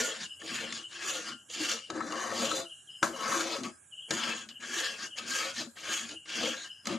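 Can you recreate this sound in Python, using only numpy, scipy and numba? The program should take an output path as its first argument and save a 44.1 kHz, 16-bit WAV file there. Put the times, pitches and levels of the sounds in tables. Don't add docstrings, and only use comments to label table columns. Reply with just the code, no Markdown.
import sys
import numpy as np
from scipy import signal
from scipy.fft import rfft, irfft, next_fast_len
from scipy.io import wavfile
from scipy.ndimage import uniform_filter1d
from numba import njit

SR = 44100
rng = np.random.default_rng(int(sys.argv[2]) if len(sys.argv) > 2 else 0)


def to_linear_factor(level_db):
    exponent = np.asarray(level_db, float) / 20
    return 10 ** exponent


def digitize_waveform(pressure):
    field = np.atleast_2d(pressure).T
    bounded = np.clip(field, -1, 1)
    quanta = np.round(bounded * 32767).astype(np.int16)
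    wavfile.write(sys.argv[1], SR, quanta)


N = 307818
T = np.arange(N) / SR
BANDS_HZ = 30 * 2 ** np.arange(0, 9, 1 / 3)

# time of full pressure in s, time since landing in s,
# time until lifting in s, rasp level in dB, wall ring and blade ring in dB relative to the rasp.
STROKES = [(0.03, 0.15, 0.24, -32, -6, -7.5), (0.234, 0.068, 0.049, -36, -12.5, -14),
           (0.548, 0.15, 0.3, -35.5, -5, -2.5), (.77, 0.088, 0.076, -37.5, -9, -10),
           (0.928, 0.049, 0.031, -49.5, -9, -9), (1.112, 0.2, 0.17, -34, -4.5, -4.5),
           (1.288, 0.13, 0.069, -36, -4, -10.5), (1.55, 0.062, 0.42, -42.5, -20, -7),
           (1.709, .21, 0.1, -31, -5.5, -5), (1.971, 0.075, 0.23, -49, 9.5, -26),
           (2.18, 0.21, 0.38, -41, 5.5, -18), (2.44, 0.18, 0.18, -33.5, -4, -6.5),
           (2.57, 0.17, 0.085, -36.5, -3.5, -12), (3.038, 0.013, 0.079, -36, 9, -10),
           (3.361, 0.28, 0.2, -34.5, 3.5, -8.5), (3.519, 0.29, 0.12, -34, -4.5, -7),
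           (3.642, 0.012, 0.069, -41, 0, -1), (4.149, 0.052, 0.32, -36, -1, -8),
           (4.289, 0.2, 0.14, -33.5, -2, -3), (4.42, 0.063, 0.045, -44.5, -5.5, -2),
           (4.495, .01, 0.049, -47.5, -6, -11), (4.635, 0.014, 0.039, -44.5, 3, 3),
           (4.811, 0.21, 0.2, -32, -5, -4), (5.039, 0.089, 0.049, -33.5, -9, -13),
           (5.182, 0.022, 0.055, -38.5, -0.5, 0), (5.388, 0.17, 0.17, -30, -4.5, -5),
           (5.59, 0.057, 0.078, -31, -7.5, -11.5), (5.779, 0.023, 0.034, -46.5, -4, 1.5),
           (5.931, 0.14, .16, -32.5, -3.5, -4.5), (6.111, 0.082, 0.051, -42, -5, -5.5),
           (6.341, 0.086, 0.33, -34.5, -8.5, -2.5), (6.457, 0.18, 0.16, -33, -4.5, -10),
           (6.649, 0.17, 0.047, -43, -5, -21), (6.89, 0.044, 0.14, -41, 0, -1)]
SWELL_SHARE = [0.99, 1]
# start in s, treble level in dB, boom and wall ring in dB relative to the treble.
KNOCKS = [(0.4163, -41.5, -1, 10), (0.724, -24, -14, -3), (1.128, -33, -21, -2.5), (1.499, -39, -9, -15),
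          (1.7146, -19, -12, -1), (1.9009, -29, -6, 11), (2.0048, -42, -16, 23), (2.1217, -29.5, -2, 3),
          (2.196, -39, -27, 12), (2.316, -42.5, 7, 22), (2.444, -27.5, -32, 0), (2.473, -39, 6, -14),
          (2.513, -28, -22, 12), (3.0277, -19, 1.5, 16), (3.0407, -32, 10, 7), (3.316, -32, -17, 13),
          (3.38, -34, -3, 9.5), (3.407, -28, -3, 10.5), (3.6335, -30.5, -11, -5),
          (4.1069, -15.5, -1.5, -3.5), (4.488, -33, -28, -8.5), (4.4955, -39, -20, -6),
          (4.6251, -39, -8, 5), (5.172, -49, -25, 0), (5.768, -47.5, -14, 12), (6.091, -30.5, -12, -7),
          (6.2573, -46.5, 0, 9), (6.542, -36.5, -10, 12), (6.855, -30, -11, -2), (6.8696, -21.5, -8, -6),
          (6.8967, -39, 13.5, -21.5)]
# boom, wall ring, blade ring and treble, in s.
BUILD_S = [0.0021, 0.0017, .0004, 0.00049]
# boom, wall ring, blade ring and treble, in s.
RATTLE_S = [0.0046, 0.003, 0.0033, 0.0046]
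# frequency in Hz, 60 dB decay time in s,
# level in dB relative to the ring level, gain in dB while the edge runs up the side wall.
PAN_MODES = [(145, 0.054, -13.5, 4), (232, 0.096, 5.5, 2.5), (324.2, 0.1, 6.5, 0.5),
             (452.6, 0.064, 1.5, -7.5), (530.8, 0.11, 3.5, -1), (643.4, 0.22, -14.5, 7),
             (797, 0.054, -19.5, 3.5), (1087, 0.028, -9.5, 9), (1296.5, 0.05, -4, 6.5),
             (1426, 0.23, -7.5, -9), (1619, 0.08, -1.5, -16), (1738, 0.029, 3, -7.5),
             (2177, 0.02, -12.5, 9.5), (2582, 0.089, -5.5, -0.5), (2768, 0.058, -4, -2.5),
             (3060, 0.026, -10, 0.5), (3280, 0.09, -6, -9), (3544, 0.062, -9, -1), (4043, 0.018, -16, 10),
             (4800, 0.023, -12.5, -0.5), (5640, 0.041, -9.5, -2), (6360, 0.0021, -7, 4),
             (6757, 0.02, -4, -0.5), (7330, 0.011, -15, 5)]
# frequency in Hz, level in dB per third octave relative to the bare edge.
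RASP_SPECTRUM = [(100, -23), (200, -8), (400, -8.5), (900, -21.5), (1400, 8.5), (2000, -30), (2500, 7.5),
                 (3200, 6.5), (3600, -0.5), (5000, -1.5), (7000, -7), (10000, -69.5), (13000, -15)]
# time in s,
# level in dB below 280 Hz, from 280 to 390 Hz, from 390 to 720 Hz.
LOW_DRAG = [(0.0, -47, -56.5, -38), (0.15, -69, -67, -50.5), (0.21, -46, -79, -68), (0.25, -49, -59, -80),
            (0.37, -100, -86, -78), (0.449, -62, -48.5, -54), (0.52, -44, -54, -61),
            (0.58, -47.5, -56, -80), (0.62, -49, -58, -43.5), (0.72, -48, -59, -67), (0.8, -55, -53, -58),
            (0.85, -92, -68, -79), (1.07, -55, -50.5, -56.5), (1.16, -71.5, -49.5, -38),
            (1.34, -48, -61, -84), (1.44, -104, -80, -80), (1.63, -54.5, -36.5, -52),
            (1.75, -50.5, -57, -45), (1.87, -101, -104, -89), (1.902, -47.5, -39.5, -46.5),
            (2.14, -55, -41.5, -43.5), (2.19, -58, -49, -43.5), (2.45, -42.5, -44, -35),
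            (2.599, -60, -43.5, -37), (2.78, -80, -89, -93), (2.99, -79, -71.5, -66),
            (3.031, -38, -45.5, -54), (3.21, -59.5, -49, -41.5), (3.28, -46, -51, -37.5),
            (3.36, -58.5, -38, -37), (3.56, -55.5, -47, -37.5), (3.58, -41, -51, -59),
            (3.67, -45.5, -48, -56), (3.79, -76, -84, -80), (4.04, -94, -93, -85), (4.12, -40, -37, -45),
            (4.2, -45.5, -56, -63), (4.28, -48, -49, -43.5), (4.57, -64, -82, -88), (4.67, -50, -56.5, -55),
            (4.74, -56, -43.5, -85), (4.82, -65, -50, -40.5), (4.98, -56.5, -67, -57),
            (5.05, -49.5, -48, -61), (5.11, -71, -70, -54.5), (5.29, -46, -53, -59), (5.46, -61, -50, -41),
            (5.56, -51, -63, -70), (5.6, -44, -43, -43.5), (5.66, -49, -59, -60.5), (5.72, -70, -70, -62),
            (5.91, -52, -45, -54.5), (6.08, -55.5, -70, -69), (6.119, -65, -45.5, -48),
            (6.2, -80, -69, -84), (6.42, -38.5, -44.5, -39), (6.47, -49, -48, -38.5), (6.8, -89, -79, -95),
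            (6.879, -37.5, -38.5, -45), (6.98, -44, -51, -49)]
# time in s, gain in dB.
TOP_TREBLE = [(0.0, 1), (0.5, -1), (1.2, 1.5), (1.7, -1.5), (2.5, -0.5), (3.1, 8), (3.3, 2), (3.7, 1.5),
              (4.2, 0), (5.3, 2.5), (6.2, -1), (6.98, -1)]
# start in s, end in s.
SIDE_WALL = [(1.9, 2.7), (3.02, 3.75), (6.85, 7.2)]
# start in s, number of notes, relative level in dB.
BIRD_CALLS = [(0.238, 2, -56.5), (0.77, 2, -58), (1.248, 2, -57.5), (1.763, 2, -57), (2.1, 3, -57.5),
              (2.64, 2, -58), (2.872, 2, -57), (3.126, 2, -56.5), (3.911, 3, -57), (4.487, 2, -58.5),
              (5.051, 2, -57), (6.09, 2, -56), (6.634, 2, -57)]
# start in s, length in s, relative level in dB.
TRILLS = [(0.27, 0.11, -66), (2.89, 0.19, -64), (3.693, 0.086, -68.5), (6.696, 0.25, -64)]
# frequency in Hz, level in dB per third octave.
ROOM_SPECTRUM = [(30, -100), (100, -74.5), (140, -80), (400, -83.5), (900, -86.5), (1580, -78),
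                 (2000, -87.5), (2700, -78.5), (4500, -81), (5700, -78), (7000, -61), (9500, -62.5),
                 (11500, -66)]
# frequency in Hz, left minus right in dB, likeness from 0 to 1.
PORTS = [(60.4, -3, 0.98), (202, 3, 1), (750, 2.5, 0.98), (1240, 7, 0.98), (1870, 2.5, 1), (4750, 3, 0.97),
         (7330, -1.5, 0.98), (7830, -8, 0), (8400, -16, 0.3), (11300, -15.5, 0.8), (13100, 0, 0.4)]
# frequency in Hz, power in dB per bin.
GATE = [(1500, -106), (2200, -98.5), (6000, -92), (10000, -85.5), (13000, -82)]


def pan():
    force_rub, force_blow = rubbing(), striking()
    ring_db, edge_db = -8, -10
    detune, detune_per_s = 0.035, 7
    swing_db = 0.87
    on_wall = sum((T > start) & (T < end) for start, end in SIDE_WALL)

    def drive(hz, slow_db, quick_db):
        row = np.searchsorted([280, 390, 720, 1950, 3400], hz)
        slow_db = slow_db * (hz > 720)
        uneven_db = slow_db * walk(11) + quick_db * walk(45)
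        return force_rub[row] * to_linear_factor(np.minimum(uneven_db, 7.0)) + force_blow[row]

    def swung(x):
        return x * to_linear_factor(swing_db * walk(5) * np.array([[1], [-1]]))

    out = np.zeros((2, N))
    for hz, t60, db, wall_db in PAN_MODES:
        force = to_linear_factor(ring_db + db + wall_db * on_wall) * drive(hz, slow_db=5.0, quick_db=3.5)
        bent_hz = hz * (1 + detune * walk(detune_per_s) * np.sqrt(min(400 / hz, 1)))
        out += swung(mode(force, bent_hz, t60))
    for hz in BANDS_HZ[3:]:
        bare = band(drive(hz, slow_db=2.0, quick_db=2.5), hz)
        out += swung(to_linear_factor(edge_db + on_log(RASP_SPECTRUM, hz)) * bare)
    return np.array([echoes(side, t60=0.12, wet_db=-13.0) for side in out])


def rubbing():
    rub = rasp()
    top = signal.sosfiltfilt(signal.butter(3, 7500, "high", fs=SR, output="sos"), rub)
    rub = rub + (to_linear_factor(np.interp(T, *np.array(TOP_TREBLE).T)) - 1) * top
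    time, *levels_db = np.array(LOW_DRAG).T
    drag = to_linear_factor(np.array([np.interp(T, time, db) for db in levels_db])) * slips(spread_db=2.5, judder_db=1.5)
    touch = np.minimum(uniform_filter1d(np.abs(rub).sum(axis=0), size=300) / to_linear_factor(-59), 1)
    return low_pass_rows(np.vstack([touch * drag, rub]))


def rasp():
    landing_db, lifting_db, roundness = -19.5, -22, 1.52
    off_db_per_s = -700
    power = np.zeros((3, N))
    for full, rise, fall, db, ring_db, blade_db in STROKES:
        late = T - full
        before_db = landing_db * np.abs(late / rise) ** roundness
        after_db = lifting_db * np.abs(late / fall) ** roundness
        swell_db = np.where(late < 0, before_db, after_db)
        off_db = off_db_per_s * (np.maximum(late - fall, 0) + 3 * np.maximum(-late - rise, 0))
        first = max(int((full - rise) * SR) - SR // 10, 0)
        near = slice(first, int((full + fall) * SR) + SR // 2)
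        for part, (colour_db, share) in enumerate(zip([ring_db, blade_db, 0], [*SWELL_SHARE, 1])):
            power[part, near] += to_linear_factor(db + colour_db + share * swell_db[near] + off_db[near]) ** 2
    return np.sqrt(power) * slips(spread_db=3.5, judder_db=1.21)


def slips(spread_db, judder_db):
    ticks = rng.standard_normal(N) * to_linear_factor(spread_db * np.minimum(rng.exponential(size=N), 5))
    ticks = ticks * to_linear_factor(judder_db * walk(60) + 0.1 * judder_db * walk(26))
    return ticks / np.std(ticks)


def striking():
    blow = knocks()
    deep = to_linear_factor(-6.5) * blow[[0, 0]]
    return low_pass_rows(np.vstack([deep, blow]))


def knocks():
    blade_db = -9
    force = np.zeros((4, N + SR))
    t = T[:int(.08 * SR)]
    build = np.minimum(t / np.array(BUILD_S)[:, None], 1)
    fade = np.exp(-t / np.array(RATTLE_S)[:, None]) * build
    for t0, db, boom_db, ring_db in KNOCKS:
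        jolts = rng.standard_normal(len(t)) * fade
        even = np.linalg.norm(fade, axis=1) / np.linalg.norm(jolts, axis=1)
        rattle = 0.86 * jolts * even[:, None] + 1.53 * (t == 0)
        level = to_linear_factor(db + np.array([boom_db, ring_db, blade_db, 0]))
        force[:, int(t0 * SR):][:, :len(t)] += level[:, None] * rattle
    cushion = signal.butter(1, 12000, fs=SR, output="sos")
    return signal.sosfilt(cushion, force[:, :N])


def low_pass_rows(force):
    force[:4] = signal.sosfilt(signal.butter(4, 2100, fs=SR, output="sos"), force[:4])
    return force


def bird():
    gap_s, first_db, first_drop_hz = 0.053, -2.5, 71
    t = np.linspace(0, 1, int(0.0372 * SR))
    swell = np.hanning(len(t)) ** 0.39
    out = np.zeros(N)
    pitch_factors = 1 + 0.0095 * rng.standard_normal(size=(len(BIRD_CALLS), 3))
    for (t0, notes, db), lifts in zip(BIRD_CALLS, pitch_factors):
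        for k in range(round(notes)):
            i = int((t0 + k * gap_s) * SR)
            hz = lifts[k] * (3240 - first_drop_hz * (k == 0) - 520 * t)
            whistle = np.sin(2 * np.pi * np.cumsum(hz) / SR)
            out[i:i + len(t)] += to_linear_factor(db + first_db * (k == 0)) * swell * whistle
    out = out * to_linear_factor(2.1 * walk(130))
    out = out + to_linear_factor(-5.0) * np.roll(out, int(.0085 * SR))
    out = out + to_linear_factor(-14.5) * np.roll(out, int(.085 * SR))
    return echoes(to_linear_factor(2.5) * out, t60=0.23, wet_db=13.0)


def insect():
    level = np.zeros(N)
    for t0, length, db in TRILLS:
        level += to_linear_factor(db) * np.clip(np.minimum(T - t0, t0 + length - T) / .015, 0, 1)
    wing = mode(rng.standard_normal(N) * level * to_linear_factor(3.4 * walk(70)), hz=5110, t60=0.023)
    return signal.sosfilt(signal.butter(2, [4800, 5350], "band", fs=SR, output="sos"), wing)


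def room():
    out = to_linear_factor(-74.5 + 3.0 * walk(4.94)) * mode(rng.standard_normal(N), hz=1625, t60=0.036)
    for hz in BANDS_HZ:
        level = to_linear_factor(on_log(ROOM_SPECTRUM, hz) + 1.86 * walk(7.4))
        out += level * band(rng.standard_normal(N), hz)
    return out


def mode(x, hz, t60):
    r = np.exp(-np.log(1000) / (t60 * SR))
    return ring(x + 1e-18, 2 * np.pi * hz / SR * np.ones(N), r) * np.sqrt((1 - r * r) / 2)


@njit
def ring(x, turn, r):
    y = np.zeros(len(x))
    for i in range(2, len(x)):
        y[i] = x[i] - x[i - 2] + 2 * r * np.cos(turn[i]) * y[i - 1] - r * r * y[i - 2]
    return y


def band(x, hz):
    edges = hz * 2 ** (np.array([-1, 1]) / 6)
    steep = signal.butter(3, edges, "band", fs=SR, output="sos")
    return signal.sosfilt(steep, x) * np.sqrt(SR / 2 / np.ptp(edges))


def walk(rate):
    k = int(SR / rate)
    held = np.repeat(rng.standard_normal(N // k + 1), k)
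    return 1.237 * uniform_filter1d(held, k)[:N]


def echoes(x, t60, wet_db):
    t = np.arange(int(SR * t60)) / SR
    tail = rng.standard_normal(len(t)) * np.exp(-np.log(1000) * t / t60)
    return x + to_linear_factor(wet_db) * signal.fftconvolve(x, tail / np.linalg.norm(tail))[:N]


def on_log(table, hz, column=1):
    table = np.array(table)
    return np.interp(np.log(hz), np.log(table[:, 0]), table[:, column])


def scene():
    return pan() + bird() + insect() + room()


def gate_bins(x, depth_db):
    hz, _, z = signal.stft(x, SR, nperseg=1024)
    power = np.mean(np.abs(z) ** 2, axis=0)
    power = uniform_filter1d(uniform_filter1d(power, size=5, axis=0), size=2, axis=1)
    gain = 1 - to_linear_factor(2 * on_log(GATE, hz + 1))[:, None] / (power + 1e-18)
    return signal.istft(z * np.maximum(gain, to_linear_factor(depth_db)), SR, nperseg=1024)[1][:, :N]


def roll_off(x):
    return signal.sosfilt(signal.butter(12, 14240, fs=SR, output="sos"), x)


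def record(dry):
    size = next_fast_len(N + SR)
    hz = np.maximum(np.arange(size // 2 + 1) * SR / size, 1)
    tilt_db = on_log(PORTS, hz)
    like = np.clip(on_log(PORTS, hz, column=2), 0, 1)
    scatter = rng.standard_normal(12000) * np.exp(-np.arange(12000) / 2200)
    left = like + np.sqrt(1 - like ** 2) * rfft(scatter / np.linalg.norm(scatter), size)
    share = np.sqrt(2 / (1 + to_linear_factor(np.array([[-2], [2]]) * tilt_db)))
    cut = 1 / np.sqrt(1 + (110 / hz) ** 3.3) / np.sqrt(1 + (hz / 13200) ** 80)
    ports = np.array([left, 1 + 0 * left])
    heard = irfft(rfft(dry, size) * ports * share * cut, size)[:, :N]
    gated = gate_bins(heard, depth_db=-18)
    return roll_off(gated)


dry = scene()
out = record(dry)
digitize_waveform(out)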